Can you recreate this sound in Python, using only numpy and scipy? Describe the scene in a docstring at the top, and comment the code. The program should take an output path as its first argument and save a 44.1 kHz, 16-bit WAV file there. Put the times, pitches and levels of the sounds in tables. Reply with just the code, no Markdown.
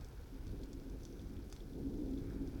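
"""Wood fire outdoors

A wood fire burns a few metres from the microphone, and its flames flare up in the last second.
The flames are shaped noise: a rumble, a roar, a soft rush, and hollows in the stack that ring.
The logs give sparse, dry crackles, made of short noise bursts with a ringing splinter.
Sizzling sap, jets of steam and ember ticks lie beneath; the yard answers the wood weakly.
A steady hiss from the recorder lies under everything."""
import sys
import numpy as np
from scipy import signal
from scipy.fft import rfft, irfft, next_fast_len
from scipy.io import wavfile
from scipy.ndimage import uniform_filter1d, map_coordinates

SR = 44100
rng = np.random.default_rng(int(sys.argv[2]) if len(sys.argv) > 2 else 0)


def output_pcm(signal):
    """Save a mono or channel-first signal as 16-bit PCM at the path in sys.argv[1].

    Samples are clipped to [-1, 1] before scaling.
    """
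    pcm = np.clip(np.atleast_2d(signal).T, -1, 1) * 32767
    wavfile.write(sys.argv[1], SR, np.round(pcm).astype(np.int16))


N = 114660  # samples, 2.6 s


def amp(db):
    """Decibels to gain."""
    return 10 ** (np.asarray(db) / 20)


def unit(x):
    """x brought to an rms level of 1."""
    return x / np.sqrt(np.mean(x ** 2) + 1e-20)


def along(points, hz):
    """Read (f/Hz, value) points at the frequencies hz, on a log axis."""
    f, value = np.transpose(points)
    return np.interp(np.log(hz + 1), np.log(f + 1), value)


def curve(rows):
    """One value per sample from (t/s, value) rows."""
    return np.interp(np.arange(N) / SR, *np.transpose(rows))


def wobble(rate):
    """A smooth random curve through `rate` random points a second."""
    points = rng.standard_normal(int(N * rate / SR) + 4)
    return map_coordinates(points, [np.arange(N) * rate / SR])


def swell(t, start, length):
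    """One smooth rise and fall between 0 and 1."""
    return np.sin(np.pi * np.clip((t - start) / length, 0, 1))


def filtered(x, response):
    """x with each frequency scaled by response(frequency)."""
    m = next_fast_len(len(x) + 8192)  # the added silence leaves room for the filter's ringing
    spectrum = rfft(x, m) * response(np.fft.rfftfreq(m, 1 / SR))
    return irfft(spectrum, m)[:len(x)]


def noise(colour):
    """Random noise of rms 1 with the given spectrum."""
    return unit(filtered(rng.standard_normal(N), lambda hz: amp(along(colour, hz))))


def steadied(x, span_s):
    """x with its slow chance swells evened out, rms 1."""
    power = np.abs(uniform_filter1d(x ** 2, max(int(span_s * SR), 1)))
    return unit(x / np.sqrt(power + 1e-9))


# how long the yard's tail lasts: f/Hz, time to fall by 60 dB/s
YARD_DECAY = [(500, 0.68), (5000, 0.15), (14000, 0.039)]
YARD_DB, SCATTER_DB, SCATTER_T60_S = -11, -13, 0.05


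def yard(x):
    """Scatter among the logs and a weak tail from the walls around, whose treble dies sooner."""
    hz, t, cells = signal.stft(rng.standard_normal(SR // 3), SR, nperseg=256)
    decay = amp(-60 * t / along(YARD_DECAY, hz)[:, None])
    tail = signal.istft(cells * decay, SR, nperseg=256)[1]
    scatter_decay = amp(-60 * np.arange(len(tail)) / SR / SCATTER_T60_S)
    scatter = rng.standard_normal(len(tail)) * scatter_decay
    answer = amp(YARD_DB) * tail / np.linalg.norm(tail)
    answer = answer + amp(SCATTER_DB) * scatter / np.linalg.norm(scatter)
    delayed = np.pad(answer, (SR // 1000, 0))  # about 1 ms later
    return signal.fftconvolve(x, delayed)[:N]


# tone of the boiling sap: f/Hz, relative level/dB
SIZZLE_COLOUR = [(1000, -29), (2800, -8.5), (3350, -1.5), (4100, -2.5), (5000, -1.5), (5500, -2),
                 (6050, -3.5), (6800, -9), (8500, -12.5), (14000, -11.5)]
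# loudness of the boiling sap: t/s, level/dB
SIZZLE = [(0, -73.5), (.9, -73.5), (1.1, -72), (1.3, -74), (1.55, -72.5), (1.7, -73), (2.6, -72.5)]
SIZZLE_GRAIN_DB, SIZZLE_GRAINS_PER_S = -2.5, 460


def sizzle():
    """Sap boiling in the logs: a hiss made grainy by fast random changes of level."""
    grains = amp(SIZZLE_GRAIN_DB * wobble(SIZZLE_GRAINS_PER_S))
    return unit(noise(SIZZLE_COLOUR) * grains) * amp(curve(SIZZLE))


# steam and gas escaping from cracks in the logs:
# start t/s, length/s, level at the height of the swell/dB, pitch f/Hz, half-width f/Hz
JETS = [(0.155, 0.078, -71.5, 1520, 300), (0.948, 0.42, -80, 6000, 380), (1.472, 0.15, -74, 5600, 700),
        (2.15, 0.36, -74.5, 1500, 260), (2.177, 0.26, -78, 2250, 200)]


def jets():
    """Thin hisses of steam and wood gas that swell and fade, each at the pitch of its crack."""
    t, out = np.arange(N) / SR, 0
    for start, length, db, hz, width in JETS:
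        band = lambda f: 1 / (1 + ((f - hz) / width) ** 2)
        hiss = unit(filtered(rng.standard_normal(N), band))
        out = out + amp(db) * swell(t, start, length) * hiss
    return out


# gaps in the stack that ring: f/Hz, width f/Hz, relative level/dB
HOLLOWS = [(118, 34, -14.5), (173, 8.1, -9), (223, 30.6, -4), (270.5, 11.5, -1), (300.1, 12, -6),
           (337, 7.4, -5), (362.3, 6.2, -10.5), (404.9, 7.4, -11.5), (524.5, 14, -20.5), (634.5, 11, -25.5)]
# how strongly the hollows ring together, before licks and trim: t/s, level/dB
RINGING = [(0, -57.5), (.12, -74.5), (.24, -66.5), (.35, -59), (.57, -56.5), (.88, -56.5), (1.0, -60.5),
           (1.35, -53), (1.61, -63.5), (1.76, -51), (1.87, -48.5), (2.13, -48), (2.22, -50), (2.42, -48),
           (2.6, -52)]
# tongues of flame that make a hollow sing: centre t/s, length/s, pitch f/Hz, lift level/dB
LICKS = [(0.344, 0.076, 270, 7), (.58, 0.19, 302, 8), (.72, .2, 270, 5.5), (0.901, 0.15, 270, 8),
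         (1.087, 0.3, 338, 7), (1.237, .2, 173, 10.7), (1.813, 0.22, 122, 14.5), (1.868, 0.077, 270, 10),
         (1.9, 0.12, 232, 10), (1.999, 0.097, 302, 13.5), (2.065, .16, 232, 7), (2.134, 0.15, 270, 10.5),
         (2.368, 0.2, 173, 7), (2.43, 0.21, 270, 5.5)]
HOLLOWS_TRIM_DB, LICK_REACH_HZ = 1.2, 10


def licks(hz, t):
    """The lift in dB that passing tongues of flame give a hollow; it fades away from their pitch."""
    lift_db = 0
    for centre, length, pitch, lift in LICKS:
        nearness = np.exp(-((hz - pitch) / LICK_REACH_HZ) ** 2)
        lift_db = lift_db + lift * nearness * swell(t, centre - length / 2, length)
    return lift_db


def hollows():
    """Gaps in the stack resonate: narrow bands of noise that sing out when a flame licks through."""
    t, out = np.arange(N) / SR, 0
    total = np.sqrt(sum(amp(db) ** 2 for _, _, db in HOLLOWS))
    for hz, width, db in HOLLOWS:
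        resonance = lambda f: 1 / (1 + 2 * ((f - hz) / width) ** 2)
        ring = filtered(rng.standard_normal(N), resonance)
        out = out + amp(db + licks(hz, t)) * steadied(ring, span_s=0.11)
    return out / total * amp(curve(RINGING) + HOLLOWS_TRIM_DB)


# tone of the soft rush of burning gas: f/Hz, relative level/dB
RUSH_COLOUR = [(200, -2.5), (500, 4.5), (800, 6.5), (1200, 0.5), (1500, 4.5), (1950, -5.5), (2300, -2),
               (2800, -9.5), (5000, -26.5), (10000, -29)]
# loudness of the rush before flicker and trim: t/s, level/dB
RUSH = [(0, -67.5), (.2, -70.5), (.35, -69.5), (.7, -71), (1.4, -71), (1.95, -73.5), (2.15, -71.5),
        (2.3, -69), (2.45, -71), (2.6, -66)]
RUSH_TRIM_DB, RUSH_FLICKER_DB = 1.5, 0.9


def rush():
    """Burning gas: a soft noise with a slight random flicker."""
    flicker_db = RUSH_FLICKER_DB * wobble(60)
    return noise(RUSH_COLOUR) * amp(curve(RUSH) + RUSH_TRIM_DB + flicker_db)


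# tone of the low rumble of rising air: f/Hz, relative level/dB
RUMBLE_COLOUR = [(12, -28), (25, -2.5), (36, -2.5), (50, 0), (64, -6), (80, -9.5), (100, -10.5),
                 (120, -13.5), (145, -15.5), (200, -24.5), (500, -70.5), (2000, -92)]
# loudness of the rumble before trim: t/s, level/dB
RUMBLE = [(0.0, -46), (0.11, -55), (0.19, -49.5), (0.28, -53), (0.51, -45), (0.74, -53), (0.77, -45.5),
          (0.84, -55.5), (0.9, -45.5), (1.11, -54), (1.27, -48), (1.33, -54), (1.36, -46), (1.47, -52.5),
          (1.66, -50), (1.69, -52), (1.91, -46.5), (2.6, -47)]
RUMBLE_TRIM_DB = 1


def rumble():
    """Rising air: deep noise whose level heaves up and down."""
    return steadied(noise(RUMBLE_COLOUR), span_s=0.077) * amp(curve(RUMBLE) + RUMBLE_TRIM_DB)


# tone of the roar before tilting: f/Hz, relative level/dB
ROAR_COLOUR = [(60, -13), (110, 3), (145, -2.5), (220, 1.5), (300, -3.5), (370, 2.5), (460, -1), (530, -6),
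               (610, -16), (900, -22), (1500, -54), (4000, -96)]
# loudness of the roar before tilt, flutter and trim: t/s, level/dB
ROAR = [(0, -57.5), (.09, -63.5), (.28, -63.5), (.42, -59.5), (.56, -51.5), (.65, -58.5), (.85, -57.5),
        (1.12, -57), (1.45, -57.5), (1.66, -57.5), (1.76, -52), (1.9, -54), (2.15, -54), (2.33, -56),
        (2.6, -54)]
# brightness of the roar, gained above the pivot and lost below it: t/s, level/dB
ROAR_TILT = [(0, -0.5), (.2, 3.5), (.55, -2.5), (.85, 1), (1.12, 2.5), (1.55, -3), (1.77, -0.5), (1.95, 4),
             (2.2, 3), (2.38, -1), (2.6, 3.5)]
ROAR_TRIM_DB, ROAR_PIVOT_HZ = -1, 330
FLUTTER_DB, FLUTTERS_PER_S = 2.74, 30


def roar():
    """Turbulent burning: fluttering noise whose tone turns brighter and darker."""
    even = steadied(noise(ROAR_COLOUR), span_s=0.078)
    dark = filtered(even, lambda f: 1 / (1 + (f / ROAR_PIVOT_HZ) ** 6))
    bright = even - dark
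    tilt = amp(curve(ROAR_TILT))
    flutter_db = FLUTTER_DB * wobble(FLUTTERS_PER_S)
    return (dark / tilt + bright * tilt) * amp(curve(ROAR) + ROAR_TRIM_DB + flutter_db)


def flames():
    """The burning as a whole: rush, rumble and roar, with the hollows ringing."""
    return hollows() + roar() + rumble() + rush()


# what the wood lends to every snap: f/Hz, relative level/dB
SNAP_COLOUR = [(300, 1), (800, 27), (1400, 14), (2000, 8), (2400, 9), (2900, -2), (3500, 8), (4100, -3),
               (4900, 2.5), (5400, -4), (6200, -0.5), (7300, -5.5), (8200, -4.5), (12000, -4), (15000, -10)]
RISE_S = 0.00072
SPLINTER_DB, SPLINTER_T60_S = -9.5, 0.012  # the splinter's ring, relative to its snap


def snaps(rows):
    """Bursting gas pockets tear the fibres for a few milliseconds; a splinter rings at each pitch."""
    out, t = np.zeros(N + SR), np.arange(SR // 100) / SR  # each snap is cut at 10 ms
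    rise = np.minimum(t / RISE_S, 1) ** 2
    for s, db, hz, octaves, t60 in rows:
        band = lambda f: amp(along(SNAP_COLOUR, f)) / (1 + (np.log2((f + 1) / hz) / octaves) ** 2)
        burst = rng.choice([-1, 1], len(t)) * rise * amp(-60 * t / t60)
        spectrum = rfft(burst, 2 * len(t))
        # partly level the spectrum, for a broad and more even burst
        tear = irfft(spectrum / np.sqrt(np.abs(spectrum) + 1e-9))[:len(t)]
        ring = rise * amp(-60 * t / SPLINTER_T60_S) * np.sin(2 * np.pi * hz * t)
        snap = unit(unit(filtered(tear, band)) + amp(SPLINTER_DB) * unit(ring))
        start = max(int(s * SR), 0)
        out[start:start + len(t)] += amp(db) * snap
    return out[:N]


TICKS_PER_S, TICK_FLOOR_DB, TICK_SPREAD_DB = 55, -83.5, 2
TICK_HZ, TICK_OCTAVES, TICK_T60_S = 4690, 0.53, 0.013


def embers():
    """Faint ticks of the embers, tiny snaps at random moments, levels and pitches."""
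    count = int(TICKS_PER_S * N / SR)
    u = rng.random((count, 3))
    s = u[:, 0] * N / SR
    db = TICK_FLOOR_DB + TICK_SPREAD_DB * np.minimum(-np.log(1 - u[:, 1]), 3)
    hz = TICK_HZ * 2 ** (u[:, 2] - .5)  # up to half an octave either way
    return snaps(zip(s, db, hz, np.full(count, TICK_OCTAVES), np.full(count, TICK_T60_S)))


CRUMB_DB, CRUMB_DELAY_S = -18.5, 0.016  # level relative to the crackle, mean delay


def crumbs(crackles, count):
    """Breaking char: `count` smaller snaps trail every crackle, at nearby pitches."""
    rows = np.repeat(crackles, count, axis=0)
    u = rng.random((len(rows), 2))
    s, db, hz, octaves, t60 = rows.T
    later = s - CRUMB_DELAY_S * np.log(1 - u[:, 0])
    pitch = hz * 2 ** ((u[:, 1] - .5) / 2)  # up to a quarter octave either way
    return snaps(zip(later, db + CRUMB_DB, pitch, octaves, t60))


# gas pockets bursting in the logs: t/s, level before trim/dB, pitch f/Hz, half-width/octaves,
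# time for the raw burst to fall by 60 dB/s
CRACKLES = [(.0101, -61.5, 5300, 0.79, 0.013), (.0456, -58.5, 5900, .4, .009),
            (.0855, -66, 7600, .54, .009), (.345, -71, 4640, .3, .015), (.4683, -62, 5400, .5, .009),
            (.4787, -65, 5200, 0.62, .009), (.4915, -65.5, 4200, 0.55, .009),
            (.6336, -59, 4300, 0.29, 0.0097), (.6366, -63.5, 6900, .7, .022),
            (.7308, -57.5, 6210, .36, 0.016), (.7985, -65.5, 4900, .35, .009),
            (.8985, -65.5, 5970, 0.36, .009), (1.0065, -66, 5650, 0.6, .012),
            (1.0326, -60.5, 5860, 0.23, .013), (1.0517, -53, 5830, 0.43, .009),
            (1.1250, -65, 5700, .16, 0.0099), (1.1938, -61.5, 3700, .45, .014),
            (1.2145, -64.5, 5800, 0.44, .016), (1.3662, -63, 3300, 0.71, 0.016),
            (1.425, -70, 4300, .2, .02), (1.4988, -63, 7260, .84, .02), (1.5150, -64, 4840, 0.13, .015),
            (1.5252, -62.5, 1400, .3, 0.018), (1.5256, -51, 6560, .75, .007),
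            (1.5283, -61.5, 6400, .25, .014), (1.5638, -57.5, 4100, 0.69, .007),
            (1.6043, -62, 3600, .1, 0.0079), (1.7338, -66.5, 3400, 0.2, .009), (1.975, -69, 6070, .2, .009),
            (2.1360, -64.5, 3840, 0.4, .014), (2.1760, -62.5, 3600, 0.22, 0.0081),
            (2.1858, -66, 5460, 0.45, .009), (2.3055, -60.5, 1650, 0.31, 0.011),
            (2.4746, -62, 5150, .22, .008), (2.5472, -67, 4700, .8, .008)]
CRACKLE_TRIM_DB = -5.5


def crackles():
    """Gas pockets burst in the logs, and each crackle drops its crumbs."""
    return amp(CRACKLE_TRIM_DB) * (snaps(CRACKLES) + crumbs(CRACKLES, count=3))


def scene():
    """Sizzle, steam, flames and the crackling wood in the yard."""
    bed = sizzle() + jets() + flames()
    wood = embers() + crackles()
    return (bed + wood + yard(wood))[None]


# tone of the recorder's own hiss: f/Hz, relative level/dB
HISS_COLOUR = [(500, 5.5), (3000, 2), (6000, -1.5), (8500, -2), (11000, 0), (14000, -1.5), (17000, 0.5)]
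HISS_DB, TOP_HZ = -73, 17135


def record(dry):
    """The recorder adds its own steady hiss and keeps nothing above its band limit."""
    hissing = dry[0] + amp(HISS_DB) * noise(HISS_COLOUR)
    return filtered(hissing, lambda hz: hz < TOP_HZ)[None]


dry = scene()
out = record(dry)
output_pcm(out)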